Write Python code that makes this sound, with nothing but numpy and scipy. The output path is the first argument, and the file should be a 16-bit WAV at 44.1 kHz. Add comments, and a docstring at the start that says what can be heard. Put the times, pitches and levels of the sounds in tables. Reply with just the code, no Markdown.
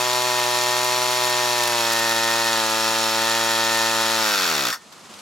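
"""A hand-held two-stroke trimmer runs on a lawn, close to a camera. Each turn gives a steep-fronted exhaust
pulse, a rush of gas and knocks that ring the crankcase and its plastic shroud. The muffler spits, the
speed sags and the cooling fins sing. Switched off, the engine rattles, coasts down against friction and
stops with a kick. In the quiet afterwards a hand shifts on the grip, and the camera's gain control
brings up the distant outdoor hum."""
import sys
import numpy as np
from scipy import signal
from scipy.fft import rfft, irfft
from scipy.io import wavfile
from scipy.ndimage import uniform_filter1d, minimum_filter1d

SR = 44100
rng = np.random.default_rng(int(sys.argv[2]) if len(sys.argv) > 2 else 0)


def log_audio(samples):
    """Write samples as a 16-bit WAV file to the path given in sys.argv[1]."""
    # one column per channel
    frames = np.atleast_2d(samples).T
    # limit to full scale, then quantise
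    limited = np.clip(frames, -1, 1)
    pcm = np.round(limited * 32767).astype(np.int16)
    wavfile.write(sys.argv[1], SR, pcm)


N = 229757
TIME = np.arange(N) / SR
FFT_SIZE = 16384
FREQ = np.arange(FFT_SIZE // 2 + 1) * SR / FFT_SIZE
SWITCH_OFF_S, STOP_S = 4.14, 4.716


def undb(db):
    """Amplitude ratio of a level in decibels."""
    return 10 ** (np.asarray(db) / 20)

def unit(x):
    """Normalisation to an rms of 1."""
    return x / np.sqrt(np.mean(x ** 2))

def ramp(start_s, length_s):
    """Linear rise from 0 to 1."""
    return np.clip((TIME - start_s) / length_s, 0, 1)

def spectrum(points):
    """Interpolation of (f/Hz, level/dB) points on a logarithmic frequency axis."""
    hz, db = np.transpose(points)
    return np.interp(np.log(FREQ + 1), np.log(hz + 1), db)

def causal(db):
    """Minimum phase: the response with these levels that rings only after it is struck."""
    cepstrum = irfft(np.log(undb(db)))
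    half = len(cepstrum) // 2
    cepstrum[1:half] *= 2
    cepstrum[half + 1:] = 0
    return np.exp(rfft(cepstrum))

def modes(table):
    """Modal superposition: the summed response of damped resonators."""
    return sum(undb(db) * 1j * FREQ * width / (hz ** 2 - FREQ ** 2 + 1j * FREQ * width)
               for hz, width, db in table)

def band(low_hz, top_hz):
    """Band-pass response: first order below, second order above."""
    return 1j * FREQ / (low_hz + 1j * FREQ) / (1 + (FREQ / top_hz) ** 2)

def filtered(x, response, lead=512):
    """Convolution of a sound with the impulse response of a filter."""
    taps = np.roll(irfft(response), lead, axis=-1)
    return signal.oaconvolve(np.atleast_2d(x), np.atleast_2d(taps), axes=-1)[:, lead:lead + N]

def stereo_noise(apart, count=N):
    """Partial coherence: common noise plus a share of opposite sign in the two channels."""
    mid, side = rng.standard_normal((2, count))
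    return mid + apart * side * np.array([[1], [-1]])

def decay(t60):
    """Exponential decay by 60 dB in t60 seconds."""
    return np.exp(-np.log(1000) * TIME[:FFT_SIZE] / t60)

def bursts(table, t60, apart):
    """Transient noise: a sharp onset at each (t/s, level/dB), then exponential decay."""
    envelope = np.zeros(N + FFT_SIZE)
    for onset_s, db in table:
        start = int(onset_s * SR)
        envelope[start:start + FFT_SIZE] += undb(db) * decay(t60)
    return stereo_noise(apart) * envelope[:N]

def clicks(times, sizes):
    """Band-limited impulses: windowed sinc pulses, placed between the samples."""
    centres = np.asarray(times)[:, None] * SR
    taps = centres.astype(int) + np.arange(-7, 9)
    pulses = sizes[:, None] * np.sinc(taps - centres) * np.sinc((taps - centres) / 9)
    out = np.zeros(N)
    np.add.at(out, np.clip(taps, 0, N - 1), pulses)
    return out

def scatter(t60, apart):
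    """All-pass scattering: dense, brief reflections smear a click without colouring it."""
    tail = rfft(stereo_noise(apart, count=FFT_SIZE) * decay(t60))
    return tail / np.abs(tail)

def passages(turns, angle):
    """Cyclic variation: the times the crank passes an angle, with random deviates of timing and level."""
    times = np.interp(np.arange(int(turns[-1])) + angle, turns, TIME)
    times = times[times < STOP_S]
    shift, size = rng.standard_normal((len(times), 2)).T
    return times, shift, size


# spectrum of the outdoor background: f/Hz, level/dB
AMBIENT_SPECTRUM = [(30, -44), (80, -17), (130, -12.5), (180, -3), (300, -8.5), (700, -9), (1200, -7),
                    (1800, -14), (4000, -14), (7400, -16.5), (12000, -28.5), (16000, -42)]
def outdoors(level_db=-49.5):
    """Ambient noise: distant hum and hiss, with a slight random amplitude modulation."""
    flutter_db = unit(uniform_filter1d(rng.standard_normal(N), size=900))
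    hum = filtered(stereo_noise(apart=0.35), undb(spectrum(AMBIENT_SPECTRUM)))
    return unit(hum) * undb(level_db + flutter_db)

# shifts of the hand on the grip: t/s, level/dB
GRIP_SHIFTS = [(4.923, -39), (5.118, -66), (5.138, -43), (5.19, -43)]
def rustles():
    """Friction noise: the hand rustles faintly, in the same broad band as the gas."""
    return filtered(bursts(GRIP_SHIFTS, t60=0.097, apart=0.62), undb(spectrum(GAS_SPECTRUM)))

# lightly damped modes of the cooling fins: f/Hz, bandwidth/Hz, level/dB
FIN_MODES = [(1838, 30, 0), (1816, 6, -4), (4325, 7, -10), (4646, 14, -17)]
def fins(turns, hz, critical_hz=113.9, width_hz=1.15, critical_db=4, jitter_s=3e-5, rough_db=2.1):
    """Resonance: the fins sing when a harmonic of the crank meets a mode, and after the hardest kick."""
    times, shift, size = passages(turns, angle=0.3448)
    # near the critical speed the engine shakes in sympathy and strikes them harder
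    sympathy = np.exp(-((np.interp(times, TIME, hz) - critical_hz) / width_hz) ** 4)
    blows = clicks(times + jitter_s * shift, undb(critical_db * sympathy + rough_db * size))
    kick_s, kick_db = max(PISTON_KICKS, key=lambda kick: kick[1])
    blows += clicks([kick_s], undb([kick_db + 13]))
    return unit(filtered(blows, modes(FIN_MODES))) * undb(-33.3)

# spits of the muffler: t/s, level/dB
MUFFLER_SPITS = [(0.6335, -17), (0.8445, -13), (1.297, -12), (1.6344, -11), (1.6756, -12), (1.9235, -12),
                 (1.9325, -11), (1.9929, -12), (2.0944, -15)]
def spits():
    """Transient jet noise: short bright bursts leave the muffler outlet."""
    return filtered(bursts(MUFFLER_SPITS, t60=.03, apart=.4), band(4000, 12000)) * undb(-2.5)

# modes of the loose parts: f/Hz, bandwidth/Hz, level/dB
LOOSE_MODES = [(1340, 350, 2.5), (1880, 62, -6), (3510, 120, -3), (4560, 220, -3), (5380, 150, -2),
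               (11500, 560, -15)]
def rattle(turns, angle=.35, settle_turns=0.5, steady=0.6, jitter_s=3e-5, rough_db=1.5):
    """Impacts across a clearance: as firing falters, loose parts clack once a turn, chatter and settle."""
    times, shift, size = passages(turns, angle)
    ring = modes(LOOSE_MODES)
    impacts = clicks(times + jitter_s * shift, undb(rough_db * size))
    clack = filtered(impacts, ring * scatter(t60=.012, apart=.3))
    settling = steady + np.exp(-((turns - angle) % 1) / settle_turns)
    chatter = filtered(stereo_noise(apart=0.25) * settling, ring)
    return unit(unit(clack) + undb(-3) * unit(chatter)) * undb(-24.5) * ramp(SWITCH_OFF_S, .1)

# last blows of the piston: t/s, level/dB
PISTON_KICKS = [(4.709, -6), (4.727, -5), (4.74, -16)]
def kicks(body):
    """Air-spring rebound: the piston rocks back from compression, shaking loose parts and casing."""
    response = undb(-9) * modes(LOOSE_MODES) + undb(-24) * body * causal(spectrum(GAS_SPECTRUM))
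    return filtered(bursts(PISTON_KICKS, t60=0.11, apart=0.27), response)

# modes of crankcase and shroud: f/Hz, bandwidth/Hz, level/dB
CASING_MODES = [(1447, 290, -1), (2570, 153, 1.5), (3294, 36, -1), (3713, 220, -6.5), (4280, 86, -8),
                (5380, 24, 5), (5720, 310, -2.5), (6800, 280, 3), (7280, 49, 6.5), (9170, 60, 6),
                (11270, 260, 3), (11860, 330, -14)]
def casing():
    """Structural resonance: the modes of the casing add to the direct sound."""
    return 1 + modes(CASING_MODES)

# knocks of piston, rings and clutch: crank angle/turns, level/dB
KNOCK_ANGLES = [(0.192, -17.5), (0.348, -2), (.45, 5), (0.556, -3), (0.799, 4), (.93, -7)]
# spectrum of a knock: f/Hz, level/dB
KNOCK_SPECTRUM = [(100, -61), (700, -16), (1200, -14.5), (1600, -1), (2100, 0.5), (3000, -1.5), (4500, 1.5),
                  (6000, -7.5), (8000, -22.5), (12000, -30), (16000, -14)]
def knocks(turns, firing, body, jitter_s=1.8e-5, loose_s=1e-5, rough_db=1.5):
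    """Impact excitation: each knock takes its own path through the shroud; unfired, its timing loosens."""
    response = body * causal(spectrum(KNOCK_SPECTRUM))
    out = 0
    for angle, db in KNOCK_ANGLES:
        times, shift, size = passages(turns, angle)
        slack_s = jitter_s + loose_s * (1 - np.interp(times, TIME, firing))
        impacts = clicks(times + slack_s * shift, undb(db + rough_db * size))
        out = out + filtered(impacts, response * scatter(t60=0.0061, apart=0.24))
    return unit(out)

# spectrum of the rushing gas: f/Hz, level/dB
GAS_SPECTRUM = [(30, -16.5), (90, -23.5), (200, -22.5), (350, -16.5), (600, -13.5), (1000, 1), (1500, -3.5),
                (2200, -3.5), (4000, 0.5), (6000, -3), (8000, -7), (10000, -9.5), (12000, -9), (16000, -27)]
def gas(turns, body, open_angle=0.3, open_turns=0.25, fan=0.48, rough_db=1.5):
    """Turbulence: gas rushes out while the port is open, over the steady hiss of the cooling fan."""
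    puff = np.exp(-(np.sin(np.pi * (turns - open_angle)) / (np.pi * open_turns)) ** 2)
    size = undb(rough_db * rng.standard_normal(int(turns[-1]) + 1))[turns.astype(int)]
    flow = stereo_noise(apart=0.37) * (fan + puff * size)
    return unit(filtered(flow, body * causal(spectrum(GAS_SPECTRUM))))

def shock(turns, firing, jitter_s=5e-5, rough_db=4.5):
    """Nonlinear steepening: the front of each firing pulse is a narrow spike of varying height."""
    times, shift, size = passages(turns, angle=.185)
    spikes = clicks(times + jitter_s * shift, undb(rough_db * np.minimum(size, 1.6)))
    return unit(filtered(spikes * firing, band(900, 3000)))

# crank speed when coasting, sagging and fast: f/Hz
STATE_SPEEDS = [96, 113, 122]
# exhaust harmonics: order, then level/dB when coasting, sagging and fast
EXHAUST_HARMONICS = [(1, -36, -16, -14), (2, -16, -10.5, -17.5), (3, -13, -7.5, -4.5), (4, -12, -9.5, -10),
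                     (5, -8, -3, -1), (6, -11, -7, -7), (7, -17, -6.5, -2), (8, -13, -0.5, 0),
                     (9, -9, -7, -6), (10, -14, -13, -10), (11, -7, -3.5, -11), (12, -12, -3.5, -12),
                     (13, -11, -8, -21), (14, -13, -17, -13)]
def exhaust(turns, hz, firing, delay_turns=.05, dispersion_turns=.008, rough_db=.6):
    """Dispersion: the muffler lets the lows out first, so each turn's pulse is a short upward chirp."""
    deviates = rng.standard_normal((int(turns[-1]) + 2, 2))
    size, shift = (np.interp(turns, np.arange(len(d)), d) for d in deviates.T)
    jitter_turns = (.0015 + .004 * (1 - firing)) * shift
    # minimum phase of the sagging spectrum, extended by a falling tail
    sagging_db = np.transpose(EXHAUST_HARMONICS)[2]
    phase = np.unwrap(np.angle(causal(np.r_[-30, sagging_db, np.linspace(-14, -40, num=34)])))
    out = 0
    for order, *levels in EXHAUST_HARMONICS:
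        angle = turns + jitter_turns - delay_turns - dispersion_turns * order
        amplitude = undb(np.interp(hz, STATE_SPEEDS, levels))
        out = out - amplitude * np.cos(2 * np.pi * order * angle + phase[order])
    return unit(out * undb(rough_db * size))

# crank speed while the engine fires: t/s, f/Hz
CRANK_SPEED = [(0.05, 123.4), (0.28, 123.7), (0.43, 121.8), (1.01, 123.7), (1.16, 123.7), (1.34, 122.1),
               (1.39, 122.4), (1.7, 120.0), (1.84, 116.0), (1.93, 115.0), (2.18, 114.1), (2.37, 115.2),
               (2.48, 114.6), (2.66, 110.8), (2.87, 112.2), (3.09, 111.9), (3.37, 114.0), (4.12, 112.7)]
def crank(dying_s=.22, friction_hz_per_s=123):
    """Dry friction: once the firing has died away, a constant torque slows the crank at a steady rate."""
    coasting = ramp(SWITCH_OFF_S, dying_s)
    hz = np.interp(TIME, *np.transpose(CRANK_SPEED)) - friction_hz_per_s * np.cumsum(coasting) / SR
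    return np.maximum(hz, np.interp(STOP_S, TIME, hz)), 1 - coasting

# left microphone port relative to right: f/Hz, phase lead/rad
PHASE_DIFFERENCE = [(0, 0), (950, 0.7), (1980, 0.4), (3790, 0.6), (5080, 0.3), (5600, -0.1), (6200, 0.0),
                    (7320, -0.4), (8270, -0.3), (9990, 0.5), (10200, 0.5), (12400, 0.7), (13600, 0.2),
                    (15600, 0.0)]
# left microphone port relative to right: f/Hz, level/dB
LEVEL_DIFFERENCE = [(60, 0.5), (110, 0.5), (200, 0.0), (380, 0.0), (700, -0.5), (1290, -0.5), (2380, 0.5),
                    (4400, 2.5), (8120, -0.5), (15000, -1.5)]
def microphones(x):
    """Path difference: a near source reaches the two microphone ports with unequal phase and level."""
    lead = np.interp(FREQ, *np.transpose(PHASE_DIFFERENCE))
    half = (1j * lead + np.log(undb(spectrum(LEVEL_DIFFERENCE)))) / 2
    return filtered(x, np.exp(np.array([half, -half])))

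def scene(pumping_hz=71):
    """Superposition: the crank drives the engine's layers until it stops, over the outdoor hum."""
    hz, firing = crank()
    turns = np.cumsum(hz) / SR
    _, sagging_hz, fast_hz = STATE_SPEEDS
    # as the engine sags and labours, the exhaust swells, its front softens and the knocks harden
    sag = np.interp(hz, [sagging_hz, fast_hz], [1, 0])
    # below pumping_hz the piston pumps ever less air through the muffler
    exhaust_db = -25.5 + 0.63 * sag + 16 * np.minimum(np.log2(hz / pumping_hz), 0)
    shock_db = exhaust_db - 13.5 - 6.5 * sag
    # coasting, slack parts knock harder at first; knocks and gas then fade with the speed
    octaves_down = np.maximum(np.log2(sagging_hz / hz), 0)
    knock_db = -28.5 + 1.3 * sag + 2.5 * (1 - firing) - 1.5 * octaves_down
    gas_db = -25 - 4 * octaves_down
    body = casing()
    engine = exhaust(turns, hz, firing) * undb(exhaust_db) + shock(turns, firing) * undb(shock_db)
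    engine = engine + knocks(turns, firing, body) * undb(knock_db)
    engine = engine + gas(turns, body) * undb(gas_db) + rattle(turns)
    turning = np.clip((STOP_S - TIME) / 0.041 + .5, 0, 1)
    near = engine * turning + rustles() + fins(turns, hz) + spits() + kicks(body)
    return microphones(near) + outdoors()

def gain_control(x, target_db=-26, release_db_per_s=20, boost_db=7, hold_s=.03):
    """Automatic gain control: loud sound holds the gain down; in quiet it climbs to its full boost."""
    power = uniform_filter1d(np.mean(x ** 2, axis=0), size=1000)
    excess_db = 10 * np.log10(power + 1e-12) + boost_db - target_db
    held_db = -minimum_filter1d(-np.clip(excess_db, 0, boost_db), int(2 * hold_s * SR) + 1)
    release_db = release_db_per_s * TIME
    cut_db = np.maximum.accumulate(held_db + release_db) - release_db
    return x * undb(boost_db - cut_db)

def record(dry, top_hz=15900):
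    """Compression and band limiting: the camera rides its gain and cuts the highest treble."""
    return signal.sosfilt(signal.ellip(10, .2, 80, top_hz, fs=SR, output="sos"), gain_control(dry))


dry = scene()
out = record(dry)
log_audio(out)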